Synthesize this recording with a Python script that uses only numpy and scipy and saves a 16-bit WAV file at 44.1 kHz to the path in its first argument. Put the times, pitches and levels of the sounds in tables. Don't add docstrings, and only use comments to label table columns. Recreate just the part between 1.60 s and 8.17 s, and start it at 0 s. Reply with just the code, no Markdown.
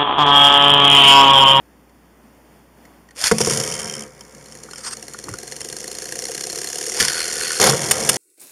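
import sys
import numpy as np
from scipy import signal
from scipy.fft import rfft, irfft
from scipy.io import wavfile

SR = 44100
rng = np.random.default_rng(int(sys.argv[2]) if len(sys.argv) > 2 else 0)


def materialize(psi):
    bounded = np.clip(np.atleast_2d(psi).T, -1, 1)
    quanta = np.round(bounded * 32767).astype(np.int16)
    wavfile.write(sys.argv[1], SR, quanta)


N = 289737
TIME = np.arange(N) / SR

# time in seconds, turns per second.
SPIN = [(1.7, 82), (2.2, 77), (2.44, 70), (2.8, 68), (6.57, 74)]
# time in seconds, laps per second.
LAPS = [(2.609, 6.01), (2.95, 11.4), (3.35, 17.04), (3.7, 20.29), (4.2, 26.42), (4.7, 31.88), (5.37, 38.17),
        (6.57, 44.0)]
# frequency in Hz, relative energy in dB, t60 in seconds.
DISH_MODES = [(82, -35.5, .12), (143.1, 0.5, 0.31), (169.4, -4, 0.39), (217.4, -1, 0.34),
              (302.4, -8.5, 0.2), (343, -7, 0.17), (380, -8.5, 0.35), (433.3, -2, 0.12),
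              (465.3, -0.5, 0.18), (508.3, 1.5, 0.17), (540, -4.5, 0.14), (617, -8.5, 0.13),
              (696, -4.5, 0.18), (766, -9, 0.11), (936, -5, 0.091), (1016, -4.5, 0.023), (1118, -14, 0.42)]
# frequency in Hz, relative energy in dB, t60 in seconds.
TOP_MODES = [(3150, 0, 0.03), (5260, 4, 0.023), (5730, -3, 0.0075), (7000, -17, 0.047), (8900, -22, 0.012),
             (10250, -10, 0.013)]
# frequency in Hz, relative density in dB per Hz.
SHELL_COLOUR = [(25, -22), (55, -32), (90, 0.5), (140, 7.5), (260, -3), (500, 10), (800, -12.5), (1100, 1),
                (1300, -3), (2200, -3), (4000, -34)]
# frequency in Hz, relative density in dB per Hz.
HEAVY_CLATTER = [(700, 0.5), (1900, -3), (4400, 1.5), (5600, 9.5), (7000, 7), (9800, 4.5), (12000, -11),
                 (15000, -20)]

HEAVY_LANDS_S, UPRIGHT_S, LIGHT_LANDS_S, TUMBLE_ENDS_S = 1.7134, 2.4364, 5.9984, 6.105
REFERENCE_LAPS_PER_S = 30


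def undb(db):
    return 10 ** (np.asarray(db) / 20)


def unit(x):
    return x / np.sqrt(np.mean(x ** 2))


def loudness(rows, axis=1):
    rows = np.array(rows)
    after = -140 if rows[-1, 0] < TIME[-1] - .1 else None
    return undb(np.interp(TIME, rows[:, 0], rows[:, axis], left=-140, right=after))


def cycles(rows):
    rows = np.array(rows)
    rate = np.interp(TIME, rows[:, 0], rows[:, 1], left=0)
    return np.cumsum(rate) / SR


def ring(x, response):
    return signal.fftconvolve(x, response / np.linalg.norm(response))[:len(x)]


def colour(x, points, size=2048):
    hz, db = np.transpose(points)
    grid = np.maximum(np.fft.rfftfreq(size, 1 / SR), 1)
    level_db = np.interp(np.log(grid), np.log(hz), db)
    cepstrum = irfft(np.log(undb(level_db)))
    cepstrum[1:size // 2] *= 2
    cepstrum[size // 2 + 1:] = 0
    return ring(x, irfft(np.exp(rfft(cepstrum))))


def modes(rows):
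    t = TIME[:SR // 2]
    out = np.zeros(len(t))
    for k, (hz, db, t60) in enumerate(rows):
        decay = np.exp(-np.log(1000) * t / t60)
        out += (-1) ** k * undb(db) / np.sqrt(t60) * np.sin(2 * np.pi * hz * t) * decay
    return out


def tail(t60):
    t = TIME[:SR // 2]
    return rng.standard_normal(len(t)) * np.exp(-np.log(1000) * t / t60)


def flutter(rate, spread_db):
    steps = np.interp(TIME * rate, np.arange(N), rng.standard_normal(N))
    return unit(undb(spread_db * steps))


def grit(spread_db):
    return rng.standard_normal(N) * flutter(2000, spread_db)


def each_turn(turns, decay, scatter_db):
    force = undb(scatter_db * rng.standard_normal(N))[turns.astype(int)]
    return unit(force * np.exp(-(turns % 1) / decay))


def bursts(rows, release):
    power = np.zeros(N + SR)
    t = TIME[:SR // 10]
    for s, db, length in rows:
        start = int(s * SR)
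        envelope = undb(db) * np.exp(-np.maximum(t - length, 0) / release)
        power[start:start + len(t)] += envelope ** 2
    return np.sqrt(power[:N])


def swell(start, until, attack, release, sag_db_per_s):
    t = TIME - start
    rise = np.clip(t / attack, 0, 1)
    sag = undb(-sag_db_per_s * np.maximum(t - attack, 0))
    return rise * sag * np.exp(-np.maximum(TIME - until, 0) / release)


def room():
    # frequency in Hz, relative density in dB per Hz.
    air_colour = [(25, -71), (90, -6), (160, -1.5), (240, 3), (400, -4), (1000, -8.5), (1400, -13.5),
                  (1950, -14), (2400, -19), (5000, -23.5), (15000, -25.5)]
    air_db, hum_hz, hum_db = -50.5, 59.8, -57.5
    air = colour(rng.standard_normal(N), air_colour) * flutter(7.3, spread_db=1.44)
    hum = np.sqrt(2) * np.sin(2 * np.pi * hum_hz * TIME)
    return undb(air_db) * air + undb(hum_db) * hum


def launchers():
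    # start in seconds, relative level in dB.
    clack_rows = [(0.294, -48.5), (1.2518, -40), (1.487, -42), (1.508, -36.5), (1.639, -1.5), (1.6703, -5),
                  (5.4006, 0.5), (5.407, 0.5), (5.4254, -4.5), (5.448, -8.5), (5.4819, -4.5), (5.4974, -7)]
    # time in seconds, teeth per second, relative level in dB.
    pulls = [
        [(1.55, 338, -44), (1.59, 556, -26), (1.625, 710, -19.5), (1.66, 1010, -13.5), (1.68, 2370, -14),
         (1.7, 1220, -22.5), (1.74, 2300, -29.5), (1.79, 2900, -37)],
        [(5.33, 420, -37), (5.37, 780, -23.5), (5.41, 1160, -19), (5.45, 1060, -19.5), (5.5, 780, -30),
         (5.54, 2000, -53)],
    ]
    # time in seconds, relative level in dB.
    freewheel = [(5.4, -32), (5.45, -34), (5.58, -25), (5.72, -34.5), (5.85, -26.5), (5.99, -31.5),
                 (6.02, -35)]
    # time in seconds, level in dB.
    slide_rows = [(3.1, -67), (3.17, -38), (3.222, -37.5), (3.243, -28), (3.28, -27), (3.3, -37.5),
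                  (3.335, -30), (3.38, -73)]
    # frequency in Hz, relative energy in dB, t60 in seconds.
    housing_modes = [(1482, 9, 0.025), (1760, -1.5, 0.0084), (3420, -21, 0.035), (4190, 5.5, 0.024)]
    # frequency in Hz, relative energy in dB, t60 in seconds.
    catch_modes = [(1870, 0, .03), (2170, -6, 0.028)]
    # frequency in Hz, relative density in dB per Hz.
    whirr_colour, clack_colour, slide_colour = [(200, -21), (700, -17), (1200, -8), (1500, 10.5),
                                                (2000, 0.5), (2500, -2), (3400, -2), (4350, 7.5),
                                                (4900, -0.5), (6500, -10), (10500, -2.5), (14000, -33)], [(150, 3), (700, -11.5), (1200, -4),
                                                               (1900, 10.5), (2600, 1), (3400, 11),
                                                               (5600, 10.5), (7500, 7.5), (9500, 5),
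                                                               (11500, -1), (15000, -23)], [(500, -23), (900, -3),
                                                                                (1300, 2.5), (2400, -9.5),
                                                                                (3500, -7.5), (5000, 3.5),
                                                                                (7000, -2.5), (8500, 6.5),
                                                                                (10000, -10), (14000, -29)]
    freewheel_hz, catch_max_db = 82.8, -39.5

    rotation = unit(.15 + each_turn(TIME * freewheel_hz, decay=.25, scatter_db=1.5))
    whirr = grit(spread_db=2.5) * rotation * loudness(freewheel)
    clacks = grit(spread_db=2) * bursts([(s, db, .003) for s, db in clack_rows], release=0.0037)
    slide = grit(spread_db=0.5) * flutter(90, spread_db=5.5) * loudness(slide_rows)
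    housing = ring(undb(2.5) * whirr + undb(-17.5) * clacks, modes(housing_modes))
    direct = undb(3.5) * colour(whirr, whirr_colour) + undb(-9) * colour(clacks, clack_colour)
    catch_rows = [(s, min(db, catch_max_db), .002) for s, db in clack_rows]
    flicks = grit(spread_db=2) * bursts(catch_rows, release=.002)
    catch = undb(-5.5) * ring(flicks, modes(catch_modes))
    return sum(ripcord(pull) for pull in pulls) + housing + catch + direct + colour(slide, slide_colour)


def ripcord(pull):
    # frequency in Hz, relative density in dB per Hz.
    gear_colour = [(200, -14), (700, -1), (1200, 0), (1950, 4.5), (2900, 1), (4400, 7), (5600, 7.5),
                   (9500, 4.5), (11500, -4), (15000, -23)]
    teeth = cycles(pull) + .35 * np.log(flutter(300, spread_db=2))
    passed = np.maximum(np.diff(np.floor(teeth), prepend=0), 0)
    clicks = unit(passed) * flutter(810, spread_db=8.5)
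    rattle = grit(spread_db=3) * each_turn(teeth - teeth.min(), decay=.5, scatter_db=3)
    force = loudness(pull, axis=2)
    smooth_running = 1 / (1 + (force / undb(-16)) ** 2)
    note = np.sin(2 * np.pi * teeth) * flutter(300, spread_db=4) * smooth_running
    contact = undb(-9.5) * (clicks - clicks.mean()) + undb(-3.0) * rattle
    return colour(contact * force, gear_colour) + undb(-11.5) * note * force


def dish(force, dense_db, dense_t60):
    wash = colour(ring(force, tail(dense_t60)), SHELL_COLOUR)
    return ring(force, modes(DISH_MODES)) + undb(dense_db) * wash


def landings():
    # start in seconds, relative levels of clatter and thud in dB, push in seconds.
    blow_rows = [(1.7134, -11, -7, 0.00034), (1.7165, -9, -2.5, 0.0029), (1.7833, -7, -32, 0.00084),
                 (1.8043, -7.5, -10.5, 0.001), (1.8124, -4.5, -24, 0.00063), (1.8711, -11, -11, 0.00096),
                 (1.9066, -8.5, -17.5, 0.00074), (1.9734, -11, -18, 0.0029), (1.9999, -11, -24.5, 0.00056),
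                 (5.4154, -13, -18.5, 0.00089), (5.9984, -8.5, -11.5, 0.00049),
                 (6.1324, -28, -9.5, 0.00056)]
    # frequency in Hz, relative density in dB per Hz.
    light_clatter = [(350, -16), (750, 12), (1100, 5.5), (1500, 5), (2400, -8), (4300, 11.5), (7000, -17),
                     (10500, 1.5), (12500, -7), (15000, -29)]
    blows = list(blow_rows) + bounces(count=8)
    push = np.zeros(N)
    for s, _, thud_db, length in blows:
        pulse = np.hanning(int(length * SR) + 3)
        push[int(s * SR):][:len(pulse)] += undb(thud_db) * pulse / pulse.sum()
    light = TIME > LIGHT_LANDS_S
    rim = grit(spread_db=2.5) * bursts([(s, db, .004) for s, db, _, _ in blows], release=.003)
    clatter = undb(-7.5) * colour(rim * ~light, HEAVY_CLATTER)
    clatter += undb(-10.5) * colour(rim * light, light_clatter)
    push = push * np.where(light, undb(-4.0), 1)
    thump = dish(push, dense_db=2.0, dense_t60=0.038) + undb(-2) * colour(-push, SHELL_COLOUR)
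    return clatter + undb(20.5) * thump


def bounces(count):
    gap_s, jitter_s, push_s = .0125, 0.00198, 0.0004
    clatter_db, thud_db, thud_sag_db_per_s, scatter_db = -2.5, -22, 170, 2
    late, hard, heavy = rng.standard_normal((count, 3)).T
    since = gap_s * (1 + np.arange(count)) + jitter_s * late
    clatter = clatter_db + scatter_db * hard
    thud = thud_db - thud_sag_db_per_s * since + scatter_db * heavy
    return list(zip(LIGHT_LANDS_S + since, clatter, thud, np.full(count, push_s)))


def running():
    # frequency in Hz, relative density in dB per Hz.
    hiss_colour, skid_colour = [(500, -26.5), (1000, -10.5), (1900, -5.5), (2600, -8.5), (3600, -2.5),
                                (4700, -2), (5500, 4), (7000, 4), (9000, 0), (10800, -4), (12000, -14),
                                (13300, -16), (15000, -35)], [(200, -19), (330, 10), (520, 11.5), (760, 9), (1050, -0.5),
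                                              (1300, -36), (3300, 3), (5000, -32)]
    chatter = unit(.7 + each_turn(cycles(SPIN), decay=.18, scatter_db=2.5))
    friction, load = tip_forces()
    rough = grit(spread_db=2.5) * chatter * flutter(120, spread_db=1)
    hiss = colour(rough * friction, hiss_colour)
    light = TIME > LIGHT_LANDS_S
    rumble = dish(grit(spread_db=4.5) * load, dense_db=-2, dense_t60=0.041)
    skid = colour(grit(spread_db=2.5) * load * light, skid_colour)
    return hiss + undb(-1.5) * rumble + undb(-4.5) * skid


def tip_forces():
    rock_hiss_db, rock_hiss_sag_db_per_s = -18.5, 41.5
    rock_load_db, rock_load_sag_db_per_s = -27, 20.5
    run_hiss_db, run_hiss_db_per_lap_rate, run_load_db = -31.5, 0.71, -47.5
    tumble_hiss_db, tumble_load_db = -10.5, -16.5
    light_load_db, light_load_sag_db_per_s = -28, 1

    def rocking(sag):
        return swell(HEAVY_LANDS_S, UPRIGHT_S, attack=0.2, release=0.037, sag_db_per_s=sag)

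    tumble = swell(LIGHT_LANDS_S, TUMBLE_ENDS_S, attack=0.018, release=0.037, sag_db_per_s=58)
    heavy, light = TIME > HEAVY_LANDS_S, TIME > LIGHT_LANDS_S
    faster = lap_rate() - REFERENCE_LAPS_PER_S
    run_hiss = undb(run_hiss_db + run_hiss_db_per_lap_rate * faster) * heavy
    light_load = undb(light_load_db - light_load_sag_db_per_s * (TIME - LIGHT_LANDS_S)) * light
    hiss = [undb(rock_hiss_db) * rocking(rock_hiss_sag_db_per_s), run_hiss, undb(tumble_hiss_db) * tumble]
    load = [undb(rock_load_db) * rocking(rock_load_sag_db_per_s), undb(run_load_db) * heavy,
            undb(tumble_load_db) * tumble, light_load]
    return np.linalg.norm(hiss, axis=0), np.linalg.norm(load, axis=0)


def lap_rate():
    return np.interp(TIME, *np.transpose(LAPS))


def taps():
    # start in seconds, relative level in dB.
    tap_rows = [(2.0762, -13), (2.1221, -12), (2.1974, -13), (2.2764, -14.5), (2.609, -23), (2.9223, -23.5),
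                (3.1338, -22.5), (3.1582, -21), (4.0145, -14)]
    touches = list(tap_rows) + grazes()
    touch = grit(spread_db=1.5) * bursts([(s, db, .0015) for s, db in touches], release=.001)
    return undb(-13) * ring(touch, modes(TOP_MODES)) + undb(-8) * colour(touch, HEAVY_CLATTER)


def grazes():
    from_s, graze_db, sag_db_per_s, scatter_db = 1.79, -15.5, 6.5, 2.5
    turns = cycles(SPIN)
    first, last = np.interp([from_s, UPRIGHT_S], TIME, turns)
    times = np.interp(np.arange(last, first, -1), turns, TIME)
    scatter = scatter_db * rng.standard_normal(len(times))
    levels = graze_db - sag_db_per_s * (times - from_s) + scatter
    return list(zip(times, levels))


def scraping():
    # frequency in Hz, relative density in dB per Hz.
    grind_colour, drone_colour = [(600, -31), (800, -5), (1080, -8), (1280, -44), (1600, 9), (2050, 5.5),
                                  (2400, -7.5), (2850, 5.5), (3400, -13.5), (4300, 18), (4750, -11),
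                                  (5500, 11), (7000, 9.5), (11000, 2.5), (13200, -10), (15200, -53)], [(120, -26), (270, -13.5), (340, 0.5), (400, -2.5),
                                                 (450, -1.5), (530, -4.5), (590, -13), (720, -8),
                                                 (900, -31)]
    bite_s, drag_share, drag_laps = 0.0021, 0.24, 0.5
    scrape_db, scrape_db_per_doubling, scrape_max_db = -33, 8.5, -32.5

    laps = cycles(LAPS)
    lap = np.round(laps).astype(int)
    start, rate = LAPS[0][0], lap_rate()
    since = np.where(TIME < start, TIME - start, (laps - lap) / rate)
    bite = np.exp(-(since / bite_s) ** 2)
    drag = np.exp(-(laps % 1) / drag_laps) * (TIME > start)
    force = undb(rng.standard_normal(N))[lap]
    level_db = scrape_db + scrape_db_per_doubling * np.log2(rate / REFERENCE_LAPS_PER_S)
    strength = undb(np.minimum(level_db, scrape_max_db))
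    contact = unit(bite + drag_share * drag) * force * strength
    bright = rng.uniform(0.065, 0.43, N)[lap]
    grind = colour(grit(spread_db=2) * contact * np.sqrt(1 - bright), grind_colour)
    grind += colour(grit(spread_db=2) * contact * bite * np.sqrt(bright), HEAVY_CLATTER)
    drone = colour(ring(grit(spread_db=2) * contact, tail(.045)), drone_colour)
    ringing = ring(colour(grit(spread_db=2) * contact, drone_colour), modes(DISH_MODES))
    return grind + undb(-14.0) * drone + undb(-25.5) * ringing


def knocks():
    # start in seconds, relative level in dB.
    knock_rows = [(3.086, -37.5), (3.133, -35.5), (3.265, -38), (3.543, -33), (3.682, -25), (3.738, -32)]
    # frequency in Hz, relative energy in dB, t60 in seconds.
    knock_modes = [(885, -6, 0.014), (1170, 0.5, 0.021), (1436, 0, 0.037), (1810, -8, 0.03)]
    envelope = bursts([(s, db, .002) for s, db in knock_rows], release=0.0017)
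    return undb(1.5) * ring(grit(spread_db=5) * envelope, modes(knock_modes))


def nudge():
    # frequency in Hz, relative density in dB per Hz.
    shudder_colour = [(40, -16), (85, 3), (140, 3.5), (220, -7), (320, 1), (600, -15), (1500, -21),
                      (6000, -48)]
    force = swell(start=3.655, until=3.745, attack=0.015, release=0.011, sag_db_per_s=36)
    return undb(-34) * colour(grit(spread_db=3) * force, shudder_colour)


def clashes():
    # start in seconds, relative level in dB, length in seconds.
    clash_rows = [(6.3108, 2, .008), (6.4905, 2, .008)]
    # frequency in Hz, relative density in dB per Hz.
    clash_colour = [(200, -12), (900, -7), (1900, -6.5), (2600, -6.5), (3400, 0), (4800, -4.5),
                    (6000, -2.5), (9300, 2.5), (11500, -6), (15000, -20)]
    rims = grit(spread_db=2) * bursts(clash_rows, release=.003)
    return undb(-8.5) * colour(rims, clash_colour) + undb(-23) * ring(rims, modes(TOP_MODES))


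def scene():
    toys = launchers() + landings() + running() + taps() + scraping() + knocks() + nudge() + clashes()
    echo = undb(-22) * ring(toys, tail(.25))
    return (toys + echo + room())[None]


def record(dry):
    # frequency in Hz, width in Hz, depth from 0 to 1.
    hollows = [(3950, 760, .95), (6220, 260, .55), (7850, 820, .91), (12430, 750, .7)]
    low_cut_hz, top_cut_hz = 48, 15350
    dry = signal.sosfilt(signal.butter(2, low_cut_hz, "highpass", fs=SR, output="sos"), dry)
    for hz, width, depth in hollows:
        b, a = signal.iirpeak(hz, hz / width, fs=SR)
        dry = dry - depth * signal.lfilter(b, a, dry)
    top_cut = signal.ellip(8, .2, 70, top_cut_hz, fs=SR, output="sos")
    return signal.sosfilt(top_cut, np.clip(dry, -1, 1))


dry = scene()
out = record(dry)
materialize(out)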